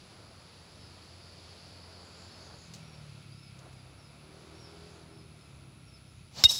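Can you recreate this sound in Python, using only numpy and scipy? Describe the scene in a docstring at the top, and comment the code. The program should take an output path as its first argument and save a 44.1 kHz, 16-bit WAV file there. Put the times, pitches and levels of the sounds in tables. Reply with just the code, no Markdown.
"""A hard metallic crack rings out and splashes back from palms, on a quiet golf tee where a distant engine
drones, a bush cricket buzzes, small birds whistle and a few faint ticks sound.
Shaped noise makes the air, leaves, swish and crack; decaying sines make the hollow club head; noise in
resonances makes its echoes; harmonics of a firing rate make the engine; gliding sines make cricket and birds."""
import sys
import numpy as np
from scipy import signal
from scipy.fft import rfft, irfft, next_fast_len
from scipy.io import wavfile
from scipy.ndimage import map_coordinates

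SR = 44100
rng = np.random.default_rng(int(sys.argv[2]) if len(sys.argv) > 2 else 0)


def dump(signal):
    """Clip the signal to [-1, 1] and save it as 16-bit WAV at the path in sys.argv[1]."""
    limited = np.clip(np.atleast_2d(signal).T, -1, 1)
    pcm = np.round(limited * 32767).astype(np.int16)
    wavfile.write(sys.argv[1], SR, pcm)


N = 290988
IMPACT = 6.4382  # s, when the club head meets the ball


def amp(db):
    """Logarithmic level: decibels to gain."""
    return 10 ** (np.asarray(db) / 20)


def unit(x):
    """Normalisation: scale to rms 1."""
    return x / np.sqrt(np.mean(x ** 2) + 1e-20)


def clock():
    """Sampling: the time of every sample in seconds."""
    return np.arange(N) / SR


def curves(rows):
    """Linear interpolation: one value per sample for each column after the time."""
    seconds, *columns = np.transpose(rows)
    return [np.interp(clock(), seconds, column) for column in columns]


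def wobble(rate):
    """Slow random modulation: a smooth curve through random knots, rate of them a second."""
    knots = rng.standard_normal(int(N * rate / SR) + 4)
    return map_coordinates(knots, [clock() * rate])


def filtered(x, response):
    """Linear filtering: the spectrum of x times a response of frequency."""
    m = next_fast_len(N + SR // 2)
    return irfft(rfft(x, m) * response(np.fft.rfftfreq(m, 1 / SR)), m)[:N]


def noise(spectrum):
    """Spectral shaping: noise of rms 1 coloured by (Hz, relative dB per Hz) points."""
    f, db = np.transpose(spectrum)

    def colour(hz):
        return amp(np.interp(np.log(hz + 1), np.log(f), db))

    return unit(filtered(rng.standard_normal(N), colour))


def resonant(peaks):
    """Forced resonance: noise of rms 1 ringing in (Hz, width Hz, relative dB) resonators."""
    lowest, highest = peaks[0][0], peaks[-1][0]

    def response(f):
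        body = sum(amp(db) * 1j * f * w / (c * c - f * f + 1j * f * w) for c, w, db in peaks)
        # steep skirts keep the sound between the outer resonances
        low_skirt = 1 + (.8 * lowest / (f + 1)) ** 12
        high_skirt = 1 + (f / highest / 1.3) ** 12
        return body / low_skirt / high_skirt

    return unit(filtered(rng.standard_normal(N), response))


def fade(start, t60, attack):
    """Exponential decay: a quick rise at start, then a fall of 60 dB in t60 seconds."""
    t = np.maximum(clock() - start, 0)
    return (1 - np.exp(-t / attack)) * np.exp(-np.log(1000) * t / t60)


# Spectra of the steady noises. Each row: frequency in Hz, relative level in dB per Hz.
RUMBLE_SPECTRUM = [(25, -39), (42, -12), (65, -3.5), (80, 0.5), (130, 0), (230, -8), (400, -16.5),
                   (900, -64)]
TRAFFIC_SPECTRUM = [(100, -28), (300, 1.5), (500, 0.5), (660, 2), (800, -2), (1150, -3), (1400, -4),
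                    (1800, -10), (3000, -20.5), (8000, -52)]
LEAVES_SPECTRUM = [(900, -11), (1900, 2.5), (2500, 4.5), (3100, 5), (3800, 6.5), (5400, 2), (6200, -1.5),
                   (7600, -2.5), (8600, -13.5), (11400, -12.5), (11800, -34), (16000, -23)]
CHORUS_SPECTRUM = [(3000, -36), (4000, -14), (4400, -3), (4750, -1.5), (5200, -8), (6000, -25), (9000, -62)]
# Slow course of far traffic and insect chorus. Each row: time in seconds, level in dB before trims.
TRAFFIC_COURSE = [(0.0, -66), (0.19, -61.5), (0.47, -64.5), (2.56, -60.5), (2.6, -65), (3.03, -64.5),
                  (3.49, -70.5), (3.67, -61.5), (3.72, -67.5), (4.7, -61), (5.51, -68), (6.3, -71.5)]
CHORUS_COURSE = [(0.05, -64.5), (1.72, -60.5), (2.47, -60.5), (2.87, -66), (3.97, -70.5), (4.44, -68),
                 (4.72, -65.5), (4.87, -65), (5.26, -72.5), (5.73, -74.5), (6.3, -71.5)]


def background(leaves_db=-63, leaves_follow=0.47):
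    """Incoherent addition: rumble, far traffic, leaves, insect chorus and microphone hiss are separate noises."""
    traffic_db, chorus_db = curves(TRAFFIC_COURSE)[0], curves(CHORUS_COURSE)[0]
    chorus_swing = chorus_db - chorus_db.mean()
    rumble = amp(-58.5 + 1.53 * wobble(7.4)) * noise(RUMBLE_SPECTRUM)
    traffic = amp(traffic_db + 3.5 + 0.69 * wobble(6.1)) * noise(TRAFFIC_SPECTRUM)
    # the leaves swell and sink with the chorus, in dB per dB
    leaves = amp(leaves_db + leaves_follow * chorus_swing + 0.99 * wobble(6.6)) * noise(LEAVES_SPECTRUM)
    chorus = amp(chorus_db + 0.31 * chorus_swing + 0.77 * wobble(30)) * noise(CHORUS_SPECTRUM)
    hiss = amp(-78.0) * rng.standard_normal(N)
    return rumble + traffic + leaves + chorus + hiss


# Course of the distant engine, slowing when loaded. Each row: time in seconds, firing rate in Hz,
# load from 0 to 1, throb level in dB added to its orders, drone level in dB added to its orders.
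ENGINE_COURSE = [(0, 44.07, 0.05, -6.5, -86), (1.6, 44.1, 0.04, 2, -75), (2.63, 43.53, 0.05, 1, -76),
                 (2.7, 41.5, 0.88, 1, -84), (3.1, 35.9, 1, 0.5, -74.5), (3.84, 31.75, .75, 1, -74),
                 (4.3, 38.28, 0.7, -2, -64), (4.85, 41.42, .25, 2.5, -60.5), (5.2, 40.1, 0.54, -1, -63),
                 (5.56, 33.84, 0.71, 0.5, -71), (6.3, 30.86, 0.52, -2.5, -88)]
# Orders of the low throb. Each row: multiple of the firing rate, level in dB running free,
# change in dB at full load.
THROB_ORDERS = [(2, -60.5, -6.5), (3, -72.5, 15), (4, -67, 12), (5, -75.5, 12), (6, -83.5, 14)]
# Orders of the upper drone. Each row: multiple of the firing rate, relative level in dB.
DRONE_ORDERS = [(8, -4.5), (9, -8), (10, -1.5)]
# Hollow whirr. Each row: resonance in Hz, width in Hz, relative level in dB.
WHIRR_PEAKS = [(1357, 91, 1.5), (2325, 230, -4), (2564, 150, -2.5), (3720, 920, -9)]


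def engine(rough_db=2.5, drift=0.028, whirr_db=-70.5, whirr_load_db=6):
    """Harmonic series: orders of the firing rate throb and drone; a faint hollow whirr grows with the load."""
    rate, load, throb_db, drone_db = curves(ENGINE_COURSE)
    # uneven firing (drift in radians) blurs the higher orders most
    phase = 2 * np.pi * np.cumsum(rate) / SR + drift * (wobble(25) + 2 * wobble(7.6))
    orders = [(k, throb_db + free_db + load_db * load) for k, free_db, load_db in THROB_ORDERS]
    orders += [(k, drone_db + db) for k, db in DRONE_ORDERS]
    tones = np.zeros(N)
    for order, db in orders:
        tones += np.sqrt(2) * amp(db + rough_db * wobble(16)) * np.cos(order * phase)
    whirr = amp(whirr_db + whirr_load_db * load + 1.3 * wobble(10)) * resonant(WHIRR_PEAKS)
    return tones + whirr


# Cricket sound scattered by foliage. Each row: frequency in Hz, relative level in dB per Hz.
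CRICKET_SPECTRUM = [(8000, -64), (9100, -12), (10150, -5), (11100, -17), (12200, -58)]


def cricket(stroke_hz=106.2, centre_hz=10180, width_ms=1.6, level_db=-64.5, scatter_db=-76):
    """Frequency modulation: each wing stroke chirps downward, slowest at its loud middle; foliage fills the gaps."""
    sweep, bend = 220, 22  # Hz per ms, Hz per ms cubed
    cycle = np.cumsum(stroke_hz + .5 * wobble(23)) / SR % 1
    ms = (cycle - .5) * 1000 / stroke_hz  # from the middle of the stroke
    pitch = centre_hz - sweep * ms - bend * ms ** 3 + 110 * wobble(900)
    stroke = np.sqrt(np.sin(np.pi * cycle)) / np.cosh(ms / width_ms * 1.54)
    tone = np.sqrt(2) * np.sin(2 * np.pi * np.cumsum(pitch) / SR)
    chirps = amp(level_db + 0.63 * wobble(60)) * stroke * tone
    return chirps + amp(scatter_db) * noise(CRICKET_SPECTRUM)


# A farther bird's high notes. Each row: centre in seconds, pitch in Hz, level in dB.
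LISP_NOTES = [(2.06, 7200, -69), (2.22, 7100, -66), (2.45, 6555, -65.5), (2.63, 6770, -64),
              (4.95, 6750, -71), (5.52, 7100, -77), (6.18, 6746, -75)]


def lisps(spread_s=0.076, blur_rate=1300):
    """Random amplitude modulation: foliage smears a farther bird's notes into narrow puffs of hiss."""
    t = clock()
    notes = np.zeros(N)
    for centre, hz, db in LISP_NOTES:
        puff = np.exp(-((t - centre) / spread_s) ** 2)
        notes += amp(db) * puff * np.sin(2 * np.pi * hz * t)
    return np.sqrt(2) * wobble(blur_rate) * notes


# A small bird's arched whistles. Each row: start in seconds, length in seconds, top pitch in Hz,
# final fall in Hz, level at the top in dB before flutter.
WHISTLE_NOTES = [(0.781, 0.11, 5270, 370, -63), (2.281, 0.1, 5250, 300, -63), (2.791, 0.21, 5620, 483, -65),
                 (3.36, 0.13, 5310, 655, -62), (3.75, 0.068, 4914, 200, -68), (3.96, 0.083, 5520, 350, -68),
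                 (4, .08, 5125, 150, -66), (4.531, .17, 5570, 996, -62), (5.109, .12, 5330, 500, -66),
                 (5.36, 0.12, 5330, 550, -69), (5.847, .07, 5560, 549.3, -67), (5.921, .06, 5270, 900, -60),
                 (6.05, .07, 5300, 350, -69.5)]
# Its short rising chips. Each row: start in seconds, level in dB before flutter.
CHIP_NOTES = [(3.32, -57.5), (3.46, -58)]


def birds(waver_hz=55, flutter_db=3.5, trees_db=-5, trees_t60=0.34):
    """Gliding tones and reverberation: thin arched whistles and rising chips, blurred by the trees."""
    top_share, swell_db = .38, 4.5  # where the arch peaks; rise in dB from there to the end
    chip_s, chip_hz, chip_rise_hz = 0.0291, 4620, 656
    song, waver, flutter = np.zeros(N), waver_hz * wobble(70), amp(flutter_db * wobble(60))

    def add(start, pitch, db):
        """Phase integration: one gliding note with soft ends."""
        i = round(start * SR) + np.arange(len(pitch))
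        ends = np.sqrt(np.abs(np.sin(np.linspace(0, np.pi, len(i)))))
        tone = np.sin(2 * np.pi * np.cumsum(pitch + waver[i]) / SR)
        song[i] += amp(db) * flutter[i] * ends * tone

    for start, length, top_hz, fall_hz, db in WHISTLE_NOTES:
        progress = np.linspace(0, 1, round(length * SR))
        past_top = (progress - top_share) / (1 - top_share)
        add(start, top_hz - fall_hz * past_top ** 2, db + swell_db * past_top)
    for start, db in CHIP_NOTES:
        add(start, chip_hz + chip_rise_hz * np.linspace(0, 1, round(chip_s * SR)), db)
    tail = fade(0, trees_t60, .01) * rng.standard_normal(N)
    return song + amp(trees_db) * signal.fftconvolve(song, tail / np.linalg.norm(tail))[:N]


# Small dry ticks. Each row: start in seconds, level in dB, 60 dB decay time in seconds.
TICK_TIMES = [(2.737, -43, 0.021), (2.74, -48, .03), (2.7475, -52, .035), (2.7607, -53, .015),
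              (3.59, -50, .025), (3.728, -55.5, .03)]
# Their colour. Each row: frequency in Hz, relative level in dB per Hz.
TICK_SPECTRUM = [(900, -20), (2200, -10), (3600, 0), (6500, 2), (8200, -6), (10000, -15), (15000, -19)]


def ticks():
    """Impulsive excitation: brief bursts of noise with a faint outdoor tail."""
    level = np.zeros(N)
    for start, db, t60 in TICK_TIMES:
        tail = amp(-22) * fade(start, 0.42, 0.0038)
        level += amp(db) * (fade(start, t60, .0003) + tail)
    return noise(TICK_SPECTRUM) * level


# Ring sent forward, raised in pitch by the head's speed. Each row: resonance in Hz, width in Hz,
# relative level in dB.
FORWARD_RING = [(3812, 55, 0), (3920, 70, -8), (4090, 90, -13), (4400, 130, -13), (5125, 70, -3),
                (5250, 60, -4), (5395, 60, -4), (5750, 70, -11)]
# Crack as scattered by leaves and turf. Each row: frequency in Hz, relative level in dB per Hz.
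SCATTER_SPECTRUM = [(200, -9.5), (900, -3), (1900, -12.5), (2900, -2), (3400, -2), (5000, 7), (6400, 3),
                    (8200, 3), (9200, -10.5), (10700, -0.5), (11800, -5), (15500, -9)]
# Nearest palms. Each row: delay in seconds, ring level in dB, scattered crack level in dB.
PALM_ECHOES = [(.063, -25.5, -36.5), (0.074, -40, -30.5), (.086, -34, -40), (.12, -36, -44)]


def palms(flicker_db=2.2, echo_spread_s=0.0074, grove_ring_db=-34.5, grove_scatter_db=-38.5, turf_db=-20):
    """Diffuse reflection: powers from turf, near palms and the grove behind add into a splash of ring and crack."""
    t = clock() - IMPACT
    grove = fade(IMPACT + 0.072, t60=1.24, attack=.006)
    turf = fade(IMPACT, t60=0.07, attack=.008)
    ring_power = (amp(grove_ring_db) * grove) ** 2
    scatter_power = (amp(grove_scatter_db) * grove) ** 2 + (amp(turf_db) * turf) ** 2
    for delay, ring_db, scatter_db in PALM_ECHOES:
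        echo = (t > 0) / np.cosh(np.clip((t - delay) / echo_spread_s, -20, 20))
        ring_power += (amp(ring_db) * echo) ** 2
        scatter_power += (amp(scatter_db) * echo) ** 2
    splash = amp(flicker_db * wobble(700)) * noise(SCATTER_SPECTRUM)
    return np.sqrt(ring_power) * resonant(FORWARD_RING) + np.sqrt(scatter_power) * splash


# Air torn by the shaft. Each row: frequency in Hz, relative level in dB per Hz.
SWISH_SPECTRUM = [(60, -4), (220, 7), (350, -3), (800, 4), (1300, -4.5), (2000, -5.5), (3200, -2.5),
                  (4500, 4), (5800, -0.5), (7500, -6), (9000, -21), (15000, -22)]


def swish(lead=0.04, rise=0.021, fall=0.043, level_db=-40.0):
    """Aerodynamic noise: air torn by the shaft swells as the club comes down, loudest lead seconds before impact."""
    t = clock() - IMPACT + lead
    u = t / np.where(t < 0, rise, fall)
    return amp(level_db) / np.cosh(np.clip(u, -20, 20)) * noise(SWISH_SPECTRUM)


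def thump(start_hz=220, end_hz=54, glide=0.0067, length=0.038, level_db=-28.0):
    """Gliding transient: a soft, low thud falls in pitch under the crack."""
    t = np.clip(clock() - IMPACT, 0, length)
    cycles = end_hz * t + (start_hz - end_hz) * glide * (1 - np.exp(-t / glide))
    envelope = (1 - np.exp(-t / 0.0012)) * (1 - (t / length) ** 2)
    return -amp(level_db) * envelope * np.sin(2 * np.pi * cycles)


# Crack of ball on face. Each row: frequency in Hz, relative level in dB per Hz.
CRACK_SPECTRUM = [(60, -14), (300, -18), (800, 0), (1200, 2), (2200, -8), (2600, 7), (3400, 3), (3900, 7),
                  (5400, 9.5), (6700, -1.5), (8000, 1.5), (9000, -16), (11000, -6), (15500, -13)]
# The ball's short knock on the face. Each row: frequency in Hz, starting level in dB before the contact
# rise, 60 dB decay time in seconds.
KNOCK_MODES = [(870, -21, 0.0088), (1570, -17, 0.011), (2123, -20, 0.018)]
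# Modes of the hollow head and the beam of each that sweeps the microphone. Each row: frequency in Hz,
# starting level in dB before contact rise and turning, 60 dB decay time in seconds,
# beam centre in seconds after impact, beam width in seconds, beam level in dB.
HEAD_MODES = [(2050, -52, 0.036, 0.03, 0.016, -49), (2790, -42, 0.11, 0.023, 0.0083, -29.5),
              (2875, -33, 0.095, 0.031, 0.019, -37.5), (3743, -12, 0.076, 0.019, 0.0073, -7.5),
              (3940, -16, .04, .014, 0.0072, -32), (4340, -13.5, 0.03, 0.017, 0.0066, -33),
              (5090, -28, 0.045, 0.017, .007, -31), (5150, -10.5, 0.029, 0.013, .006, -44),
              (5330, -14.5, .035, 0.025, 0.006, -42), (5830, -27, 0.046, .014, .008, -45),
              (6060, -22, .04, .012, .007, -45), (6450, -39, .06, 0.013, 0.0073, -46),
              (7530, -23, 0.033, 0.015, 0.003, -30), (7900, -31, 0.041, .014, .006, -47),
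              (10860, -36, .04, .014, .006, -48), (14300, -35, .03, .013, .004, -46)]


def strike(crack_db=-15, hold=0.0029, crack_t60=0.0089, turn=0.047):
    """Modal vibration and directivity: the struck head's modes decay, then swell as their beams pass the microphone."""
    t = np.arange(N - round(IMPACT * SR)) / SR
    # the face turns away from the microphone in the follow-through
    facing = 1 / (1 + (t / turn) ** 4)
    # the crack holds its level briefly, then decays
    crack_level = amp(crack_db - 60 * np.maximum(t - hold, 0) / crack_t60)
    sound = crack_level * noise(CRACK_SPECTRUM)[:len(t)]
    for hz, db, t60 in KNOCK_MODES:
        sound += amp(db - 60 * t / t60) * np.sin(2 * np.pi * hz * t)
    for hz, db, t60, at, width, beam_db in HEAD_MODES:
        ring = amp(db - 60 * t / t60) * facing
        beam = amp(beam_db) * np.exp(-((t - at) / width) ** 2)
        sound += (ring + beam) * np.sin(2 * np.pi * (hz * t + rng.random()))
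    # the ball stays on the face for a fraction of a millisecond
    contact = 1 - np.exp(-t / 0.00017)
    return np.pad(contact * sound, (N - len(t), 0))


def scene():
    """Superposition: the quiet course and the drive add as one channel."""
    course = background() + engine() + cricket() + lisps() + birds() + ticks()
    drive = palms() + swish() + thump() + strike()
    return (course + drive)[None]


def record(dry):
    """Saturation and band limiting: the recorder rounds off the highest peaks and cuts the extreme treble."""
    top, hardness, top_hz = .68, 6, 15800  # ceiling in full scale, knee exponent, band limit in Hz
    rounded = dry[0] / (1 + np.abs(dry[0] / top) ** hardness) ** (1 / hardness)
    return filtered(rounded, lambda hz: 1 / (1 + (hz / top_hz) ** 200))[None]


dry = scene()
out = record(dry)
dump(out)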